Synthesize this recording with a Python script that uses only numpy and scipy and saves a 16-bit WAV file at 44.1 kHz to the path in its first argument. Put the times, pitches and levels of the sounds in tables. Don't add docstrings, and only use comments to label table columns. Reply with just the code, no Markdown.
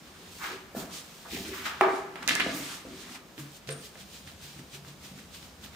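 import sys
import numpy as np
from scipy import signal
from scipy.io import wavfile

SR = 44100
rng = np.random.default_rng(int(sys.argv[2]) if len(sys.argv) > 2 else 0)


def digitize_waveform(pressure):
    field = np.atleast_2d(pressure).T
    bounded = np.clip(field, -1, 1)
    quanta = np.round(bounded * 32767).astype(np.int16)
    wavfile.write(sys.argv[1], SR, quanta)


N = 253575

# (frequency [Hz], relative density [dB per Hz])
AIR_COLOUR = [(30, -11), (60, 1), (110, -22), (145, 8), (190, 0.5), (300, -5), (500, -5.5), (900, -9),
              (2000, -12.5), (4400, -15.5), (8000, -20.5), (11300, -28.5), (14400, -23), (16000, -28)]
AIR_LEVEL_DB = -52.5
# (time [s], level [dB])
RUMBLE_LEVEL = [(0.0, -63.5), (0.88, -63.5), (1.18, -76), (1.34, -54), (1.82, -60.5), (2.15, -78),
                (2.47, -58), (3.27, -73.5), (3.88, -63.5), (4.39, -57), (4.68, -62), (5.75, -58.5)]
RUMBLE_BAND_HZ = (62, 98)
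# (frequency [Hz], t60 [s], level [dB])
KITCHEN_DECAY = [(373, 0.68, -13), (1105, 0.56, -7), (2730, 0.52, -16.5), (7950, 0.19, -16.5)]
# (frequency [Hz], left-right correlation [0-1])
STEREO_LIKENESS = [(60, 0.86), (350, 0.85), (600, 0.73), (2000, 0.22), (8000, 0.31), (16000, 0.034)]
# (frequency [Hz], left minus right [dB])
STEREO_BALANCE = [(100, 1), (700, 1.5), (3000, 0), (12000, -3.5)]
# (time [s], level [dB], fall [s])
CHIRPS = [(3.709, -39, .012), (3.719, -50, .012), (3.726, -36, 0.013), (3.74, -53.5, .2), (3.816, -53, .01)]
CHIRP_HZ, CHIRP_RESONANCE_WIDTH_HZ, CHIRP_RISE_S = 8900, 900, 0.0058
# (frequency [Hz], struck level [dB], undamped t60 [s])
WORKTOP_MODES = [(142.5, 1.5, 0.94), (194.7, -13.5, 0.32), (244, -25, 0.11), (319.5, -5, 0.16),
                 (380.5, -12, 0.31), (395.8, -9.5, 0.23), (446.7, -10, 0.16), (533, 1, 0.062),
                 (688, 2, 0.14), (786.7, 6.5, 0.13), (815.5, -3, 0.57), (834, -1, 0.31), (900, -21, 0.085),
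                 (1120, -31, 0.16), (1046, -14, 0.072), (1260, -12, 0.12), (1670, -47, 0.33),
                 (1830, 11.5, 0.067), (2260, 2.5, 0.25), (2500, -1, 0.24), (3420, -14, .12)]
SWELL_CYCLES = 3.4
# (time [s], level [dB], rise [s], fall [s], colour centre [Hz])
MURMUR_STROKES = [(.018, -59, 0.029, 0.14, 205), (.228, -57.5, 0.26, 0.2, 314),
                  (.548, -47, 0.25, 0.064, 366), (.772, -38, 0.037, 0.22, 244),
                  (1.326, -39, .016, 0.49, 255), (1.52, -46.5, 0.14, 0.091, 360),
                  (1.694, -61.5, .2, .17, 294), (1.88, -38, 0.085, 0.19, 390), (2.31, -40, 0.11, 0.17, 230),
                  (2.476, -39, 0.42, 0.077, 263), (2.55, -48, .05, 0.39, 260),
                  (2.852, -47, 0.0073, 0.58, 276), (3.152, -55, .3, 0.19, 242),
                  (3.42, -61, 0.056, .26, 175), (3.8, -53.5, 0.18, 0.16, 230)]
# (time [s], contact level [dB], contact centre [Hz],
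# ring against contact [dB], spread over modes [octaves], ring length [fraction of t60])
WORKTOP_BLOWS = [(0.5164, -35.5, 380, 9.5, 0.2, 0.58), (.751, -27.5, 566, -27, 0.48, 0.4),
                 (0.7782, -30.5, 246, -14, 0.25, 0.4), (0.809, -36, 453, -16, .5, 0.37),
                 (.84, -40, 600, -21, 0.42, 0.4), (1.255, -43.5, 517, -5.5, 0.65, 0.8),
                 (1.324, -36, 295, -6, 0.68, 0.8), (1.371, -36, 726, -19, 0.65, 0.8),
                 (1.4851, -49.5, 386, 22.5, 0.14, 0.8), (1.811, -6, 1015, -12, 0.85, 0.3),
                 (1.8157, -23.5, 381, 19, 0.081, 0.62), (1.848, -22, 826, -12, 0.4, 0.82),
                 (1.864, -31, 1150, -15, 0.45, 0.8), (1.872, -24.5, 410, 8.5, 0.065, 0.83),
                 (2.465, -21.5, 530, -24, 0.58, 0.5), (2.469, -27.5, 253.6, 7, 0.26, 1),
                 (2.5497, -30.5, 245, 8.5, 0.38, 0.9), (2.853, -34.5, 450, -8, 0.45, 0.46),
                 (2.871, -35, 280, 2, 0.32, 0.4), (3.3813, -37, 327, 14, 0.087, 0.55),
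                 (3.389, -47.5, 141, 13.5, 0.1, 0.36), (3.678, -45, 142, 14.5, 0.19, 0.34),
                 (3.69, -31.5, 469, 14.5, 0.14, 0.63), (3.713, -50, 460, -6, 0.31, 0.5),
                 (3.959, -44, 585, -12, 0.39, .5), (4.417, -51, 141, 0, .15, 0.9),
                 (4.578, -50.5, 260, 10, 0.28, 0.9), (4.73, -56, 142, 12, 0.13, 0.88),
                 (4.747, -54.5, 388, 19, 0.12, 0.62), (4.869, -53, 143, 8, .15, 0.4),
                 (5.119, -39, 202, 10, 0.28, 0.7)]
# (time [s], tick level [dB], centre [Hz], left minus right [dB],
# blade ring against tick [dB])
SCRAPER_TICKS = [(0.518, -30, 3200, 2, -7), (1.344, -34, 2700, -2, -8), (1.365, -31.5, 2500, 8, -2),
                 (1.659, -26.5, 2240, -11, -4), (1.8107, -15, 2800, -2, 0), (2.1575, -31, 2580, -9, -27),
                 (2.158, -27.5, 1380, 0, -22), (2.1642, -32, 1500, -3, -22), (2.226, -31, 1200, -3, -17),
                 (2.229, -29, 4500, -5, -13), (2.234, -37, 1400, -6, -17), (2.24, -32, 1520, 0, -15),
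                 (2.2776, -6, 5350, -5, -6), (2.2838, -23.5, 2070, -4, 7), (2.2879, -14, 6800, -8, -19),
                 (2.293, -8, 2800, -5, -9), (2.309, -27.5, 2060, 2, 11), (2.3532, -11.5, 6300, -8.5, -20),
                 (2.359, -26, 1850, 4, 6.5), (2.398, -18, 2400, 7, -4), (2.4008, -14, 2200, -13, -25),
                 (2.405, -17, 2530, 1, 5), (2.4105, -39.5, 2560, -8, -29), (2.4151, -23, 2370, 8, -29),
                 (3.38, -35.5, 3000, -11, -7), (3.636, -52, 1800, 1, -16), (3.6745, -29, 3700, -2, -36),
                 (3.691, -18, 3600, 4, -31), (3.6938, -28, 2540, -6, -30), (3.7106, -32, 3460, -1, -20),
                 (3.956, -38.5, 1950, 4, -5), (4.276, -32, 2930, -1, -16), (4.594, -44, 1500, -3, -11),
                 (4.8493, -35.5, 1800, 3, -22), (5.429, -35, 2500, 1, -27), (5.6618, -32, 3000, 0, -25)]
# (frequency [Hz], level [dB], t60 [s])
BLADE_MODES = [(1720, -4, 0.019), (2050, -5, 0.032), (2363, -31, 0.017), (2390, -10, 0.018),
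               (2730, -12, 0.025)]
LEFT_LAG_SAMPLES = 4
SPLASH_DB, SPLASH_DECAY_S = -11.5, 0.0017
CRACK_HZ, CRACK_DB, CRACK_DB_PER_OCTAVE = 12000, -7, 14
# (time [s], level [dB], rise [s], fall [s], colour centre [Hz], half-width at -6 dB [octaves])
DRAG_STROKES = [(.078, -59, .1, 4.2, 1400, 0.75), (.41, -44, .03, 0.23, 1460, 0.38),
                (.44, -35.5, 0.046, 0.2, 1480, 1), (.766, -44.5, 0.037, 0.35, 850, 1),
                (.826, -47, .1, 0.066, 1120, .95), (.936, -53, 0.062, 0.22, 1880, .95),
                (1.255, -47.5, 0.014, 0.072, 1090, 0.54), (1.31, -42, 0.01, 0.17, 2500, 1),
                (1.366, -40, 0.097, 0.044, 2550, 0.35), (1.464, -42.5, 0.085, .3, 2290, 0.97),
                (1.54, -42.5, .02, 0.65, 1400, .7), (1.664, -32, 0.028, .12, 1410, .95),
                (1.75, -44, .2, 0.093, 1090, 0.88), (1.833, -27, .009, 0.21, 1100, 0.87),
                (2.158, -42.5, .004, 0.18, 1370, 1), (2.228, -36.5, .006, 0.053, 1400, .8),
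                (2.3, -32, .021, 0.18, 2020, 0.21), (2.409, -28, 0.017, .1, 2240, 0.67),
                (2.5, -40.5, 0.18, 0.33, 1820, 1), (2.72, -43.5, 0.94, 0.16, 1530, 1),
                (3.1, -51, 0.86, 0.11, 1440, 1), (3.16, -44.5, 0.065, 0.057, 1410, 0.91),
                (3.38, -48.5, .008, 0.17, 1610, 1), (3.691, -45.5, 0.011, 0.17, 1500, 0.33)]
# (time [s], level [dB], rise [s], hold [s], fall [s],
# tilt up to 11 kHz [dB per octave], offset above 11 kHz [dB])
SWISH_STROKES = [(.068, -56, 0.06, 0.0011, 0.068, -2, -2.5), (.322, -53, 0.67, 0.055, .1, -0.5, -8),
                 (0.45, -43, 0.21, 0.011, 0.17, 2.4, -1.1), (0.527, -45, 0.13, .001, .1, -5, -9),
                 (0.771, -42, .03, .001, .06, 3, 3), (0.791, -41.5, 0.048, 0.013, 0.11, 2.5, -1.5),
                 (.935, -41.5, 0.053, 0.054, 0.075, 2, -8), (1.047, -53, 0.07, 0.19, 0.16, 1, -4),
                 (1.338, -39, 0.082, .001, 0.37, .1, -3), (1.478, -46, 0.054, .01, .05, 8, -7),
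                 (1.548, -44, .05, .04, 0.33, 0, -1), (1.659, -36, 0.025, .001, 0.1, -2.5, -7),
                 (1.77, -52, .2, 0.015, .02, -12, -8), (1.807, -41, .007, 0.024, 0.087, -10, -5),
                 (1.962, -47.5, 0.29, .001, 0.14, 1.5, -12), (2.26, -52, 0.15, .001, .05, 0, -4),
                 (2.289, -27.5, 0.011, .001, 0.11, -7.5, -18), (2.317, -34, .05, .001, 0.32, -3.5, -13),
                 (2.5, -45, .2, .03, .1, 0, -8), (2.548, -40, 0.033, 0.035, 0.16, 6, 2),
                 (2.642, -42, 0.11, .11, .11, 2.5, -9), (2.896, -61, 0.12, .05, 0.093, -1, -12),
                 (3.02, -46.5, 0.27, 0.0013, 0.11, 0, -8), (3.156, -44.5, 0.19, .001, 0.042, 0.2, -7),
                 (3.394, -46, .04, .001, 0.12, 3.5, -1.5), (3.57, -49, 0.16, .001, .035, 2, -5),
                 (3.676, -48, .006, .001, .05, 2.1, -12), (3.689, -44.5, .02, 0.027, 0.072, -2, -10)]
# (frequency [Hz], relative density [dB per Hz])
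SWISH_DENSITY = [(1200, -24), (3000, 1.5), (6000, -3.5), (9000, -7), (11000, -15), (13500, -4),
                 (16000, -5.5)]
# (time [s], swish level [dB], swish rise [s], swish fall [s],
# drag level [dB], weight on the worktop [dB])
DOUGH_PRESSES = [(3.86, -45, 0.15, .065, -62, -67), (4.01, -48, 0.13, .083, -54, -53),
                 (4.15, -46.5, 0.13, 0.17, -58, -57), (4.28, -49, .05, 0.13, -52, -48.5),
                 (4.44, -46, 0.082, 0.31, -53, -61), (4.59, -51.5, 0.066, 0.065, -53, -45.5),
                 (4.75, -43, 0.058, 0.06, -48, -72), (4.89, -49.5, 0.087, 0.096, -54, -49),
                 (5.05, -46.5, 0.076, .15, -52, -50), (5.19, -51, 0.096, 0.14, -54, -53),
                 (5.35, -46, 0.064, 0.13, -49.5, -56), (5.44, -50.5, .1, 0.15, -60, -54),
                 (5.645, -45, 0.046, .07, -47.5, -50), (5.75, -55.5, .15, .05, -52, -65)]
PRESS_TILT_DB_PER_OCTAVE, PRESS_TOP_DB = 0.5, -5.5
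PRESS_DRAG_HZ, PRESS_DRAG_OCTAVES, PRESS_DRAG_TIME_RATIO = 1820, 0.94, 0.59
PRESS_WEIGHT_HZ, PRESS_WEIGHT_RISE_S, PRESS_WEIGHT_FALL_S = 202, 0.062, 0.12
STROKE_SWING_DB = 20
BAND_EDGES_HZ = 28 * 2 ** np.arange(0, 9.4, .4)
CUTOFF_HZ = 15900


def from_db(db):
    return 10 ** (np.asarray(db) / 20)


def rms_one(x):
    return x / np.sqrt(np.mean(x ** 2) + 1e-20)


def in_time(rows):
    time_s, *columns = np.transpose(rows)
    return [np.interp(np.arange(N) / SR, time_s, column) for column in columns]


def at_hz(points, hz, axis=1):
    points = np.array(points)
    return np.interp(np.log(hz), np.log(points[:, 0]), points[:, axis])


def drift(rate_hz):
    pole = np.exp(-80 * np.pi * rate_hz / SR)
    noise = rng.standard_normal(N // 40 + 2002)
    slow = signal.lfilter([1], [1, -2 * pole, pole * pole], noise)[2000:]
    return np.interp(np.arange(N) / 40, np.arange(len(slow)), rms_one(slow))


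def ring(force, hz, t60_s):
    radius, angle = from_db(-60 / (t60_s * SR)), 2 * np.pi * hz / SR
    return signal.lfilter([0, np.sin(angle)], [1, -2 * radius * np.cos(angle), radius ** 2], force + 1e-18)


def hump_db(hz, centre_hz, octaves):
    return -6 * (np.log2(hz / centre_hz) / octaves) ** 2


def sides(db):
    return from_db(np.array([[db / 2], [-db / 2]]))


def diffuse_pair(mid, side, hz):
    alike = np.clip(at_hz(STEREO_LIKENESS, hz), 0, 1)
    return np.sqrt(1 + alike) * mid + np.sqrt(1 - alike) * side * [[1], [-1]]


def bands(first_hz, last_hz):
    for low, high in zip(BAND_EDGES_HZ, BAND_EDGES_HZ[1:]):
        if low >= first_hz and high <= last_hz:
            yield np.sqrt(low * high), signal.butter(2, [low, high], "band", fs=SR, output="sos")


def texture(colour_db, first_hz, last_hz, grain_db, patchy_db):
    grain_gain = from_db(grain_db * np.minimum(rng.exponential(1, N), 5))
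    grains = rng.standard_normal((2, 2, N)) * grain_gain
    out, power = 0, 0
    for k, (hz, sos) in enumerate(bands(first_hz, last_hz)):
        mid, side = signal.sosfilt(sos, grains[k % 2] / grains.std())
        gain = from_db(colour_db(hz))
        flicker = from_db(patchy_db * drift(21))
        out = out + gain * flicker * diffuse_pair(mid, side, hz) * sides(at_hz(STEREO_BALANCE, hz))
        power = power + gain ** 2 * hz
    return rms_one(out / np.sqrt(power))


def strokes(start_s, db, rise_s, hold_s, fall_s, *colours):
    t = np.arange(0, N + 32, 32)[:, None] / SR
    before = np.maximum(start_s - t, 0) / np.abs(rise_s)
    after = np.maximum(t - start_s - np.abs(hold_s), 0) / np.abs(fall_s)
    power = from_db(db - np.minimum(STROKE_SWING_DB * (before + after), 200)) ** 2
    total = power.sum(axis=1)
    blended = [power @ colour / total for colour in colours]
    return in_time(np.transpose([t[:, 0], 10 * np.log10(total)] + blended))


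def add_contact(out, time_s, db, hz, cycles, turn_rad=0):
    half = round(cycles * SR / hz)
    t = np.arange(-half, half + 1) / SR
    pulse = np.cos(2 * np.pi * hz * t - turn_rad) * np.hanning(len(t))
    out[round(time_s * SR) - half:][:len(t)] += from_db(db) * (pulse - pulse.mean())


def air():
    colour = lambda hz: at_hz(AIR_COLOUR, hz)
    return from_db(AIR_LEVEL_DB) * texture(colour, 20, 20000, grain_db=.1, patchy_db=.4)


def rumble():
    sos = signal.butter(3, RUMBLE_BAND_HZ, "band", fs=SR, output="sos")
    low = signal.sosfilt(sos, rng.standard_normal(N))
    return from_db(in_time(RUMBLE_LEVEL)[0]) * rms_one(low)


def kitchen(x):
    t = np.arange(SR) / SR
    echoes, tail = rng.standard_normal((2, SR)), 0
    for hz, sos in bands(250, 20000):
        decay = from_db(-60 * t / at_hz(KITCHEN_DECAY, hz)) * (1 - np.exp(-t / 0.002))
        mid, side = signal.sosfilt(sos, echoes) * decay / np.sqrt(np.sum(decay ** 2))
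        tail = tail + from_db(at_hz(KITCHEN_DECAY, hz, axis=2)) * diffuse_pair(mid, side, hz)
    return signal.fftconvolve(x[None], tail, axes=1)[:, :N]


def squeak():
    t60_s = 2.2 / CHIRP_RESONANCE_WIDTH_HZ
    once = ring(rng.standard_normal(N), CHIRP_HZ, t60_s)
    narrow = ring(once, CHIRP_HZ, t60_s)
    time_s, db, fall_s = np.transpose(CHIRPS)
    level_db = strokes(time_s, db, CHIRP_RISE_S, 0, fall_s)[0]
    return from_db(level_db) * rms_one(narrow)


def murmur_strokes():
    pressed = [(s, db, PRESS_WEIGHT_RISE_S, PRESS_WEIGHT_FALL_S, PRESS_WEIGHT_HZ)
               for s, *_, db in DOUGH_PRESSES]
    time_s, db, rise_s, fall_s, hz = np.transpose(MURMUR_STROKES + pressed)
    return strokes(time_s, db, rise_s, 0, fall_s, hz)


def worktop_murmur():
    level_db, centre_hz = murmur_strokes()
    murmur = 0
    for hz, _, t60_s in WORKTOP_MODES:
        if hz < 600:
            damped = rms_one(ring(rng.standard_normal(N), hz, .5 * t60_s))
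            murmur = murmur + damped * from_db(hump_db(hz, centre_hz, 0.56))
    return from_db(level_db) * rms_one(murmur)


def worktop_blows():
    mode_hz, mode_db, t60_s = np.transpose(WORKTOP_MODES)[:, :, None]
    t = np.arange(SR * 2 // 5) / SR
    swings = np.sin(2 * np.pi * mode_hz * t) * (1 - np.exp(-t * mode_hz / SWELL_CYCLES))
    struck = np.zeros(N + SR)
    for time_s, db, hz, ring_db, spread, length in WORKTOP_BLOWS:
        strength_db = db + ring_db + mode_db + hump_db(mode_hz, hz, max(spread, .08))
        decay_db = -60 * t / (t60_s * length)
        ringing = np.sum(swings * from_db(strength_db + decay_db), axis=0)
        struck[round(time_s * SR):][:len(t)] += ringing
        add_contact(struck, time_s, db, hz, cycles=1.2)
    return struck[:N]


def splash():
    force = np.zeros((2, N))
    for time_s, db, _, pan_db, _ in SCRAPER_TICKS:
        force[:, round(time_s * SR)] = from_db(db + SPLASH_DB) * sides(pan_db)[:, 0]
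    fade = signal.lfilter([1], [1, -np.exp(-1 / (SPLASH_DECAY_S * SR))], force + 1e-18)
    rattle = rng.standard_normal((2, N)) * from_db(8.8 * np.minimum(rng.exponential(1, N), 4))
    sos = signal.butter(1, [1800, 8000], "band", fs=SR, output="sos")
    return signal.sosfilt(sos, fade * rms_one(rattle))


def scraper():
    time_s, tick_db, tick_hz, pan_db, blade_db = np.transpose(SCRAPER_TICKS)
    at = np.round(time_s * SR).astype(int)
    left, right, blade = np.zeros(N), np.zeros(N), 0
    for hz, mode_db, t60_s in BLADE_MODES:
        force = np.zeros(N)
        force[at] = from_db(tick_db + blade_db + mode_db + hump_db(hz, tick_hz, 0.48))
        blade = blade + ring(force, hz, t60_s)
    quarter = np.pi / 2
    for moment_s, db, hz, pan in zip(time_s, tick_db, tick_hz, pan_db):
        left_s = moment_s + LEFT_LAG_SAMPLES / SR
        add_contact(left, left_s, db + pan / 2, 0.66 * hz, cycles=0.51, turn_rad=quarter)
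        right_db = db - pan / 2
        add_contact(right, moment_s, right_db, hz, cycles=1.0, turn_rad=quarter)
        edge_db = right_db + CRACK_DB + CRACK_DB_PER_OCTAVE * np.log2(hz / 5000)
        add_contact(right, moment_s, edge_db, CRACK_HZ, cycles=.8, turn_rad=quarter)
    return np.array([left + np.roll(blade, LEFT_LAG_SAMPLES), right + blade])


def drag():
    pressed = [(s, db, PRESS_DRAG_TIME_RATIO * rise, PRESS_DRAG_TIME_RATIO * fall,
                PRESS_DRAG_HZ, PRESS_DRAG_OCTAVES)
               for s, _, rise, fall, db, _ in DOUGH_PRESSES]
    time_s, db, rise_s, fall_s, hz, width = np.transpose(DRAG_STROKES + pressed)
    level_db, centre_hz, octaves = strokes(time_s, db, rise_s, 0, fall_s, hz, width)
    colour = lambda hz: hump_db(hz, centre_hz, np.maximum(octaves, .2))
    return from_db(level_db) * texture(colour, 400, 6000, grain_db=2.5, patchy_db=2.0)


def swish():
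    pressed = [(s, db, rise, 0, fall, PRESS_TILT_DB_PER_OCTAVE, PRESS_TOP_DB)
               for s, db, rise, fall, *_ in DOUGH_PRESSES]
    level_db, tilt, top_db = strokes(*np.transpose(SWISH_STROKES + pressed))

    def colour(hz):
        return at_hz(SWISH_DENSITY, hz) + (top_db if hz > 11000 else tilt * np.log2(hz / 6000))

    return from_db(level_db) * texture(colour, 900, 20000, grain_db=3.0, patchy_db=0.4)


def scene():
    background = air() + rumble()
    murmur = worktop_murmur()
    hits = squeak() + worktop_blows() + splash() + scraper()
    near = drag() + swish()
    room = kitchen(from_db(15.5) * hits.mean(axis=0) + from_db(6.0) * near.mean(axis=0))
    return background + room + murmur + hits + near


def record(dry):
    thin = signal.sosfilt(signal.butter(2, 48, "high", fs=SR, output="sos"), dry)
    return signal.sosfilt(signal.cheby2(14, 60, CUTOFF_HZ * 1.02, fs=SR, output="sos"), thin)


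dry = scene()
out = record(dry)
digitize_waveform(out)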